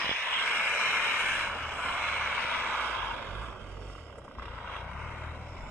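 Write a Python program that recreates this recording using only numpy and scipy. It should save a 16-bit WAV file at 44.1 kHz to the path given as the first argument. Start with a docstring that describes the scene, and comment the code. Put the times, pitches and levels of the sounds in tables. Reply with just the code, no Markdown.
"""Diesel pickup stuck in deep snow

A pickup spins its wheels, backs off, lugs down almost to a stall and pulls again. Shaped noise beating
with the firings makes the roar, and dense random clicks crackle along with it. Struck modes make the
knocks, and stacks of sines make the exhaust note and a separate low throb gliding nearby.
Two microphone ports of unlike colour hear it over the snow, whose echo notch drifts in the right one."""
import sys
import numpy as np
from scipy import signal
from scipy.fft import rfft, irfft
from scipy.io import wavfile
from scipy.ndimage import uniform_filter1d

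SR = 44100
rng = np.random.default_rng(int(sys.argv[2]) if len(sys.argv) > 2 else 0)


def store_wav(level_fs):
    """Save 16-bit WAV to argv[1]."""
    pcm = np.round(np.clip(np.atleast_2d(level_fs), -1, 1) * 32767)
    wavfile.write(sys.argv[1], SR, pcm.T.astype(np.int16))


N = 251760

# engine speed: (time [s], firing rate [1/s])
ENGINE_SPEED = [(0, 85), (1.3, 80), (1.6, 72), (2.4, 66), (2.85, 58), (3.1, 49), (3.5, 45.5), (3.72, 39),
                (3.9, 37.3), (4.1, 34.0), (4.28, 30.9), (4.38, 24.9), (4.46, 35.4), (4.55, 43), (4.8, 45),
                (5.03, 53.5), (5.4, 52), (5.71, 48)]
# engine and wheel spin: (time [s], relative roar level [dB], bite of the upper band over the roar [dB],
# relative spray level [dB])
WHEEL_SPIN = [(0.0,-36,2.5,-55.5), (0.16,-41.5,6.5,-56), (.27,-35.5,0,-56.5), (.47,-37,5,-51.5),
              (0.75,-35,5,-49.5), (1.4,-35,4,-49.5), (1.51,-38,-1.5,-58.5), (1.75,-41,0.5,-58),
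              (1.87,-33.5,-1,-55), (2.42,-36,2.5,-57), (2.86,-33.5,-4.5,-58), (3.0,-36.5,-3.5,-64.5),
              (3.2,-40.5,-4,-67.5), (3.47,-42.5,-8,-67), (3.54,-46.5,-10,-72), (3.95,-53,-2.5,-68.5),
              (4.2,-56,-5.5,-80), (4.365,-52.5,-7,-77), (4.385,-45,-6,-69), (4.59,-43,-9,-74.5),
              (4.68,-40.5,-8,-72), (4.76,-38.5,-7,-68), (4.8,-44.5,-2,-70), (4.83,-45,-5.5,-74),
              (4.93,-45,-5,-72.5), (5.02,-42.5,-6.5,-69.5), (5.15,-46.5,-3,-71.5), (5.28,-45.5,-4,-72),
              (5.38,-51.5,-3.5,-71), (5.71,-51.5,-2.5,-72.5)]
# colour of the low partials: (frequency [Hz], level [dB])
LOW_COLOUR = [(25, -11), (37, -16), (46, 1.5), (60, 3.5), (78, -1), (96, -4), (117, -6), (140, -12.5),
              (158, -15.5), (200, -24.5)]
# place of the truck, left minus right: (time [s], upper-band pan [dB], bass pan [dB])
TRUCK_PAN = [(0, 4, 4), (.5, 4.5, 5), (1.5, 3.5, 2.5), (1.9, 1, -3.5), (2.6, 3, -0.5), (2.9, -3.5, -4),
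             (3.5, -2.5, -6), (4.05, -5, 0.5), (4.7, -0.5, 3.5), (5.05, 4, 3.5), (5.71, 1.5, 1)]


def amp(db):
    """Amplitude factor of a level in dB."""
    return 10 ** (np.asarray(db) / 20)


def evened(x):
    """Scale to rms 1."""
    return x / np.sqrt(np.mean(x ** 2) + 1e-20)


def smoothed(x, samples):
    """Two running means along the last axis."""
    return uniform_filter1d(uniform_filter1d(x, samples), samples)


def read(points, hz):
    """A spectrum, straight on a log-frequency axis."""
    f, value = np.transpose(points)
    return np.interp(np.log(hz + 1), np.log(f + 1), value)


def follow(rows, t):
    """Every column of a curve at the times t."""
    s, *columns = np.transpose(rows)
    return [np.interp(t, s, c) for c in columns]


def field(shape_db, patchy_db, flicker_db, size):
    """Two unrelated noises under one dB field shape_db(hz, t), with random patches and flicker."""
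    hop = size // 4
    frames, hz = N // hop + 5, np.fft.rfftfreq(size, 1 / SR)[:, None]
    a, b, c, d, patches = rng.standard_normal((frames, len(hz), 5)).T
    patches = evened(uniform_filter1d(uniform_filter1d(patches, 5, 0), 12, 1))
    flicker = evened(uniform_filter1d(rng.standard_normal(frames), 4))
    level_db = shape_db(hz, np.arange(frames) * hop / SR) + patchy_db * patches + flicker_db * flicker
    z = np.array([a + 1j * b, c + 1j * d]) * amp(level_db)
    return signal.istft(z, nperseg=size, noverlap=size - hop)[1][:, :N] / np.sqrt(size)


def turns():
    """Running count of firings: the integral of the firing rate, zero at one marked firing."""
    firing_at_s = 4.2785
    count = np.cumsum(follow(ENGINE_SPEED, np.arange(N) / SR)[0]) / SR
    return count - count[round(firing_at_s * SR)]


def catch(t):
    """0-1: rise, hold and fall of the moment when the engine catches again."""
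    start_s, rise_s, hold_s, fall_s = 4.34, .03, .11, .07
    return np.interp(t - start_s, np.cumsum([0, rise_s, hold_s, fall_s]), [0, 1, 1, 0])


def knock():
    """Power shares (0-1) of separate firings, body and upper; the body share grows as the engine slows."""
    fast, slow, upper, catch_upper = .26, .85, .2, .58
    below_hz, spread_hz = 45, 2.5
    t = np.arange(N) / SR
    slowness = 1 / (1 + np.exp((follow(ENGINE_SPEED, t)[0] - below_hz) / spread_hz))
    body_share = fast + (slow - fast) * np.maximum(slowness, catch(t))
    return np.clip([body_share, upper + catch_upper * catch(t)], 0, 1)


def firings(share):
    """Body and upper envelopes: a steady part and, by share of the power, one burst per firing."""
    # relative strength of the cylinders: (level [dB])
    cylinders_db = [0, -1.5, -.5, -2]
    burst_s, catch_burst_s = .004, .0015  # time scale of a burst, and what the catch adds
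    stray_cycles = .07  # rms timing scatter, less as the separate firings stand out
    lug_db = -4  # firings soften as they separate
    chance_db = 1.3 * rng.standard_normal(600)
    stray = evened(smoothed(rng.standard_normal(N), 900)) * (1 - share[0])
    count = turns() + stray_cycles * stray
    firing = np.floor(count).astype(int)
    t = np.arange(N) / SR
    hz = follow(ENGINE_SPEED, t)[0]
    length_s = burst_s + catch_burst_s * catch(t)
    u = (count - firing) / hz / length_s
    burst = u * np.exp(-u) * 2 / np.sqrt(hz * length_s)  # mean power near 1
    strength_db = np.take(cylinders_db, firing % 4) + chance_db[firing - firing.min()]
    burst = burst * amp(strength_db + lug_db * share[0])
    return np.sqrt((1 - share) + share * burst ** 2)


def flutter(depth_db):
    """Random flutter of the roar's level every few milliseconds."""
    return evened(amp(depth_db * evened(smoothed(rng.standard_normal(N), 50))))


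def roar():
    """Diesel clatter and churning tyres: noise body, upper bite, spray and hiss, beating with the firings."""
    # lower edge of the body band: (time [s], frequency [Hz])
    body_edge = [(0, 830), (1.5, 810), (2.0, 750), (3.0, 755), (3.8, 850), (4.3, 950), (4.6, 930),
                 (4.75, 770), (5.71, 780)]
    hiss_db = -32  # constant term in the top band

    def body_db(hz, t):
        low_edge = 1 + (follow(body_edge, t)[0] / (hz + 1)) ** 6
        high_edge = 1 + (hz / 1800) ** 8
        return follow(WHEEL_SPIN, t)[0] + 20.0 - 10 * np.log10(low_edge * high_edge)

    def upper_db(hz, t):
        roar_db, bite_db, spray_db = follow(WHEEL_SPIN, t)
        bite_edges = (1 + (1800 / (hz + 1)) ** 8) * (1 + (hz / 4300) ** 12)
        bite = amp(roar_db + bite_db + 21.0) / np.sqrt(bite_edges)
        spray = amp(spray_db + 39.0) / (1 + (4300 / (hz + 1)) ** 6)
        hiss_power = amp(2 * hiss_db) / (1 + (10500 / (hz + 1)) ** 12)
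        return 10 * np.log10(bite ** 2 + spray ** 2 + hiss_power)

    body_beat, upper_beat = firings(knock()) * flutter(1.1)
    body = field(body_db, patchy_db=.5, flicker_db=0, size=512)
    upper = field(upper_db, patchy_db=.7, flicker_db=.4, size=512)
    return body_beat * body + upper_beat * upper


def crackle():
    """Crackle: dense uneven random clicks that follow the roar and its bite."""
    clicks_per_s, click_db, spread_db = 600, -6, 4  # mean rate, level over the roar curve, spread of sizes
    draw, size, sign = rng.random((N, 3)).T
    clicks = (draw < clicks_per_s / SR) * np.sign(sign - .5) * amp(-spread_db * np.log(size + .01))

    def band(low_hz, high_hz):
        sos = signal.butter(2, (low_hz, high_hz), "band", fs=SR, output="sos")
        return evened(signal.sosfiltfilt(sos, clicks))

    roar_db, bite_db, _ = follow(WHEEL_SPIN, np.arange(N) / SR)
    return amp(roar_db + click_db) * (band(800, 1800) + amp(bite_db) * band(1800, 4000))


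def rumble():
    """Body rumble and snow pushed aside: low lumpy noise that ends under a moving upper edge."""
    # relative levels: (time [s], level above 420 Hz [dB], bass level [dB])
    rumble_levels = [(0, -44.5, -55), (.12, -50, -66), (.2, -50.5, -66.5), (.5, -48.5, -60.5),
                     (.65, -44, -59), (1.8, -46.5, -53.5), (2.3, -46, -55.5), (3.5, -45.5, -52),
                     (3.8, -46, -55), (4.05, -50.5, -60), (4.3, -51.5, -56.5), (4.4, -50, -54),
                     (4.7, -50.5, -58), (5.1, -52, -54.5), (5.71, -53, -55)]
    # (frequency [Hz], level [dB])
    rumble_shape = [(15, 10), (40, 8.5), (90, 12.5), (150, 7.5), (230, 10.5), (350, 4), (520, 1),
                    (700, 3.5)]
    # upper edge: (time [s], frequency [Hz])
    rumble_edge = [(0, 696), (3.3, 695), (3.6, 570), (4.5, 620), (4.9, 745), (5.71, 720)]

    def shape_db(hz, t):
        level_db, bass_db = follow(rumble_levels, t)
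        edge_db = 10 * np.log10(1 + (hz / follow(rumble_edge, t)[0]) ** 12)
        bass_step_db = (bass_db - level_db) / (1 + (hz / 420) ** 8)
        return read(rumble_shape, hz) + level_db + 28.0 + bass_step_db - edge_db

    return field(shape_db, patchy_db=1.0, flicker_db=0.02, size=2048)


def lumps():
    """Thrown lumps of snow land near by, each a blunt slap of air and a slower thud."""
    # landings: (time [s], slap level [dB], thud level [dB])
    landings = [(.045, -19, -24), (.065, -20, -24), (.0935, -10, -19), (.114, -13, -21), (2.449, -23, -20)]
    slap_s, thud_s = .00058, .0022  # time scales of the two pushes
    out, t = np.zeros(N), np.arange(1600) / SR
    slap, thud = ((1 - t / s) * np.exp(-t / s) for s in (slap_s, thud_s))
    thud = thud * np.minimum(t / slap_s, 1)
    for s, slap_db, thud_db in landings:
        out[round(s * SR):][:1600] -= amp(slap_db) * slap + amp(thud_db) * thud
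    return out


def waver(count):
    """Slow random level changes of 1.4 dB rms."""
    return 1.4 * evened(smoothed(rng.standard_normal((count, N)), 1100))


def throb():
    """Gliding stacks of low partials, each wavering, all under one fixed colour."""
    # one table a burst: (time [s], pitch [Hz], level before the colour [dB])
    bursts = [
        [(1.2, 45.2, -54), (1.45, 44.77, -57), (1.62, 38.64, -49), (1.85, 44.54, -56), (2.05, 39.8, -51.5),
         (2.27, 33.9, -50.5), (2.35, 34.83, -66)],
        [(2.95, 45.2, -45), (3.14, 39.7, -57), (3.26, 36.8, -50)],
        [(3.24, 38, -47), (3.33, 46.1, -44.5), (3.43, 57.2, -44), (3.5, 58, -50), (3.57, 50, -52)],
        [(3.58, 45.6, -49), (3.7, 45.8, -48.5), (3.84, 48.5, -45.5), (3.95, 47, -48.5), (4.04, 37.1, -49.5),
         (4.12, 33.1, -55), (4.25, 29.8, -59)],
        [(4.43, 24.8, -48), (4.55, 29.26, -49.5), (4.64, 24.5, -56), (4.76, 28.2, -51), (4.86, 30.95, -46),
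         (4.95, 34.8, -45), (5.05, 38.8, -41), (5.15, 38.7, -44), (5.25, 38.77, -42), (5.45, 39.2, -46.5),
         (5.62, 45.1, -44.5), (5.7, 47.1, -49)],
    ]
    out = np.zeros(N)
    waver_db = waver(count=5)
    for rows in bursts:
        at = np.arange(round(rows[0][0] * SR), min(round(rows[-1][0] * SR), N))
        hz, level_db = follow(rows, at / SR)
        angle = 2 * np.pi * np.cumsum(hz) / SR
        stack = 0
        for k, db in enumerate(waver_db, 1):
            stack = stack + amp(level_db + read(LOW_COLOUR, k * hz) + db[at]) * np.sin(k * angle)
        fade = np.minimum(1, np.minimum(at - at[0] + 1, at[-1] - at + 900) / 2000)  # ends at 0.45
        out[at] += np.sqrt(2) * stack * fade
    return out


def exhaust():
    """The firing tone and two overtones, unsteady; the overtones bark when the engine catches."""
    # firing tone before the colour: (time [s], level [dB])
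    exhaust_note = [(0, -89), (1.3, -86), (1.67, -51), (1.9, -62), (2.2, -65), (2.5, -60), (2.75, -59),
                    (2.95, -53), (3.1, -49), (3.4, -69), (3.55, -45), (3.7, -56), (4.05, -66), (4.3, -62),
                    (4.4, -46), (4.48, -59), (4.6, -64), (5, -63), (5.71, -70)]
    # second and third partial over the first: (level [dB])
    overtones_db = [-8.5, -12.5]
    catch_bark_db = 10
    t = np.arange(N) / SR
    hz, angle = follow(ENGINE_SPEED, t)[0], 2 * np.pi * turns()
    level_db = follow(exhaust_note, t)[0] + 2 * waver(count=3)
    level_db[1:] += np.array(overtones_db)[:, None] + catch_bark_db * catch(t)
    partials = (amp(db + read(LOW_COLOUR, k * hz)) * np.sin(k * angle) for k, db in enumerate(level_db, 1))
    return np.sqrt(2) * sum(partials)


def knocks():
    """Each hard knock cracks and rings the engine block modes, a little differently every time."""
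    # hard knocks, at firings and between them: (time [s], level [dB], brightness [dB per octave])
    hard_knocks = [(3.769, -37, -7), (3.793, -43, 0), (3.898, -40, 1), (3.952, -40, -4), (3.98, -38, 1),
                   (4.097, -37, -8), (4.183, -39, 0), (4.217, -45, 0), (4.249, -40, 0), (4.279, -38, -1),
                   (4.312, -36, -10), (4.353, -42, 1), (4.385, -31.5, -15), (4.396, -30, -6),
                   (4.422, -28, -2), (4.455, -35, 9.5), (4.481, -29, -1), (4.529, -36, -1),
                   (4.614, -35, -4), (4.645, -31, 2), (4.687, -36, 1), (4.697, -34, -3), (4.71, -38, -2),
                   (4.736, -30, -6), (4.754, -31, 0), (4.764, -28.5, 6.5), (4.802, -30.5, 3)]
    # block modes: (nominal frequency [Hz], level [dB], t60 [s])
    block_modes = [(970, -6, 0.015), (1135, -1, 0.02), (1270, -6, 0.018), (1530, -6, 0.013),
                   (1840, -3, 0.018), (2360, -26, 0.012), (2950, -7, 0.014), (3670, -7, 0.01),
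                   (4800, -15, .011), (5800, -23, 0.01)]
    rise_s, mode_spread_db = .001, 3  # modes struck unevenly, up to this much either way
    crack_db, crack_t60_s = -15, .026  # rough noise burst
    out, t = np.zeros(N), np.arange(2000) / SR
    hz, db, t60 = np.transpose(block_modes)[:, :, None]
    cracks = rng.standard_normal((len(hard_knocks), 2000)) * amp(crack_db - 60 * t / crack_t60_s)
    chances = rng.random((len(hard_knocks), 3, len(block_modes), 1))
    for (s, level_db, tilt_db), (tune, phase, share), crack in zip(hard_knocks, chances, cracks):
        struck_db = db + tilt_db * np.log2(hz / 1200) + 2 * mode_spread_db * (share - .5)
        mode_hz = hz * (1 + 0.19 * (tune - .5))
        ring = amp(struck_db - 60 * t / t60) * np.sin(2 * np.pi * (mode_hz * t + phase))
        crack = amp(2 * tilt_db) * np.diff(crack, prepend=0)
        out[round(s * SR):][:2000] += amp(level_db) * np.minimum(t / rise_s, 1) * (ring.sum(0) + crack)
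    return out


def clacks():
    """Driveline clacks as the load comes off: soft noise puffs with a dull low and a thin high part."""
    # (time [s], dull level before its filter [dB], thin level before its filter [dB])
    clack_rows = [(4.176, -7.5, -18), (4.24, -10, -22)]
    top_s = .0075  # time to the top of the envelope
    out, u = np.zeros((2, 2, N)), np.arange(2500) / SR / top_s
    for s, dull_db, thin_db in clack_rows:
        puff = u * np.exp(-u) * rng.standard_normal((2, 2500))
        out[..., round(s * SR):][..., :2500] += amp([[[dull_db]], [[thin_db]]]) * puff
    hz, (dull, thin) = np.fft.rfftfreq(N, 1 / SR), rfft(out)
    dull = dull / (1 + (hz / 650) ** 6) / (1 + (330 / (hz + 1)) ** 4)
    thin = thin / (1 + (6800 / (hz + 1)) ** 8) / (1 + (hz / 10500) ** 8)
    return irfft(dull + thin, N)


def dips(table, hz):
    """Sum in dB of resonance-shaped dips or ridges; the width is half the width at half depth."""
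    return sum(db / (1 + ((hz - f) / width) ** 2) for f, width, db in table)


def ripple(shape):
    """Random narrow ridges that drift slowly and give the noise a faint tonal shimmer, of rms 1."""
    ridges = rng.standard_normal(shape[::-1]).T
    return evened(uniform_filter1d(uniform_filter1d(ridges, 2, 0), 40, 1))


def treble_patches(shape):
    """Random wide patches of the treble slowly brighten and dull, 1.5 dB rms."""
    patches = rng.standard_normal(shape[::-1]).T
    return 1.5 * evened(uniform_filter1d(uniform_filter1d(patches, 20, 0), 24, 1))


def snow_path(hz, t):
    """Gain ahead of both ports: ground-echo ridges, a wandering ridge or trough, and the spray band."""
    # ground echo at full strength: (frequency [Hz], width [Hz], level [dB])
    ground_ridges = [(1413, 58, 2.5), (1920, 170, -5.5), (2220, 240, 5.5), (2580, 90, -1), (2920, 170, 1),
                     (3370, 80, 0.5)]
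    # ridge or trough wandering in the spray: (time [s], frequency [Hz], level [dB], width [Hz])
    spray_ridge = [(0, 3200, -7, 200), (.11, 3300, 12, 300), (.2, 3150, -3, 200), (.35, 3150, 11.5, 300),
                   (.48, 3600, -6, 150), (.8, 3510, -12, 130), (1.05, 3520, -7, 130), (1.3, 3650, -10, 130),
                   (1.6, 3720, -11, 140), (2.1, 3680, -6.5, 150), (2.85, 3595, 3.5, 399.3),
                   (3.3, 3500, 5.5, 400), (3.8, 3000, 5.5, 300), (4.3, 3060, 2.5, 300),
                   (4.77, 3400, 2, 400), (5.0, 3470, -13, 150), (5.71, 3360, 0, 200)]
    # spray band: (time [s], level [dB])
    fizz = [(0, 5), (.4, 0), (.9, -3), (1.6, -2.5), (2.2, -3), (2.9, 3.5), (3.4, 1.5), (3.9, 3.5), (4.3, 5),
            (4.45, 9.5), (4.65, 2), (5.0, 0), (5.71, 2.5)]
    fizz_hz, fizz_width_hz = 5200, 700
    ridge_hz, ridge_db, ridge_width_hz = follow(spray_ridge, t)
    moving = [(ridge_hz, np.maximum(ridge_width_hz, 100), ridge_db),
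              (fizz_hz, fizz_width_hz, follow(fizz, t)[0])]
    return lambda strength: amp(strength * dips(ground_ridges, hz) + dips(moving, hz))


def ports(pair):
    """Each port has its own colour; the right is phase-shifted, partly unlike, and hears the echo notch."""
    # colour of each port: (frequency [Hz], level [dB])
    left_port = [(300, -15), (520, -8), (770, -10), (920, 4.5), (1150, -0.5), (1500, -3.5), (2300, -7.5),
                 (3050, -10), (3450, -15), (4000, -11), (4500, -23.5), (5200, -19), (6400, -27),
                 (8400, -39.5), (15000, -52.5)]
    right_port = [(300, -10), (520, -5), (800, -6.5), (1500, -0.5), (2200, -1.5), (3100, -4.5),
                  (3500, -7.5), (4000, -8.5), (4500, -10), (5100, -13.5), (7800, -18.5), (9500, -27),
                  (10600, -38), (15000, -50.5)]
    # narrow dips of each port before the slide: (frequency [Hz], width [Hz], level [dB])
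    left_dips = [(3250, 160, -7), (4500, 208, -36), (6360, 230, -17), (7760, 150, -10)]
    right_dips = [(2520, 127, -6), (3160, 74, -3), (6900, 750, -8.5), (4506, 290, -13), (8430, 130, -9.5),
                  (11900, 360, -4)]
    # the dips slide as the truck shifts: (time [s], frequency factor [1])
    slide = [(0, 1.01), (.4, 0.99), (.65, 0.96), (.85, 1.026), (1.3, 0.99), (1.7, 0.98), (2.0, 0.99),
             (2.4, 0.97), (2.9, 0.95), (3.3, 0.91), (4.2, 0.93), (4.7, 0.98), (5.71, 0.95)]
    # snow echo: (time [s], notch frequency [Hz], gain left in the notch [0-1], ground ridge strength [0-1])
    echo_notch = [(0, 1480, 0.1, 0.6), (.15, 1250, 0.1, 0.7), (.3, 1570, 0, 0.5), (.5, 1920, 0.7, 1),
                  (1.5, 1990, 0.15, 0.8), (2.4, 1810, 0, 0.95), (3.2, 1856, 0.3, 0.35),
                  (3.7, 1780, 0.77, 0.1), (4.4, 1750, 0.5, 0), (5.0, 1730, 0.1, 0.3),
                  (5.71, 1680, 0.4, 0.6)]
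    # likeness of the ports: (frequency [Hz], likeness [0-1])
    likeness = [(60, 1), (500, 0.95), (1500, 0.97), (1900, 0.99), (2300, 0.76), (3300, 0.59), (5500, 0.7),
                (8000, 0.24), (15000, 0.44)]
    # phase lead of the left port: (frequency [Hz], lead [rad])
    left_lead = [(60, -.1), (700, -.1), (1100, -.6), (1600, -.3), (2400, .3), (3300, 3), (4200, 3.4),
                 (5500, 2.6), (7000, -.5), (9500, 0), (10800, 3), (15000, 2)]
    hz, t, (a, b) = signal.stft(pair, SR, nperseg=1024, noverlap=768)
    hz = hz[:, None]
    notch_hz, notch_gain, ground = follow(echo_notch, t)
    a, b = (a, b) * snow_path(hz, t)(ground)

    slid, treble = hz / follow(slide, t)[0], 1 / (1 + (3300 / (hz + 1)) ** 6)
    ripple_db = 2.3 + 1.4 * treble

    def colour_db(port, port_dips):
        drift_db = ripple_db * ripple(a.shape) + treble * treble_patches(a.shape)
        return read(port, hz) + dips(port_dips, slid) + drift_db

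    off = (hz - notch_hz) / 160
    notch = (off + 1j * np.clip(notch_gain, 0, 1)) / (off - 1j)  # the phase turns across the dip
    upper = np.clip(np.log2((hz + 1) / 1400) / 0.071, 0, 1) / (1 + (hz / 4000) ** 8)
    upper_pan_db, bass_pan_db = follow(TRUCK_PAN, t)
    shade_db = upper * upper_pan_db + bass_pan_db / (1 + (hz / 600) ** 4)
    left = a * amp(colour_db(left_port, left_dips) + shade_db)

    same = np.clip(read(likeness, hz), 0, 1)
    mixed = same * a * np.exp(-1j * read(left_lead, hz)) + np.sqrt(1 - same ** 2) * b
    right = mixed * amp(colour_db(right_port, right_dips)) * notch
    return signal.istft(np.array([left, right]), SR, nperseg=1024, noverlap=768)[1][:, :N]


def scene():
    """Noisy sources pass the ports; the long low waves reach both nearly alike."""
    half_pan_db = .5 * follow(TRUCK_PAN, np.arange(N) / SR)[1]
    noisy = roar() + crackle() + rumble() + lumps() + knocks() + clacks()
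    low = throb() + exhaust()
    return ports(noisy) + low * amp([half_pan_db, -half_pan_db])


def record(dry):
    """The band limit: a linear-phase low-pass."""
    edge_hz = 15200
    lowpass = signal.firwin(1023, edge_hz, window=("kaiser", 9), fs=SR)
    return signal.oaconvolve(dry, lowpass[None], "same")


dry = scene()
out = record(dry)
store_wav(out)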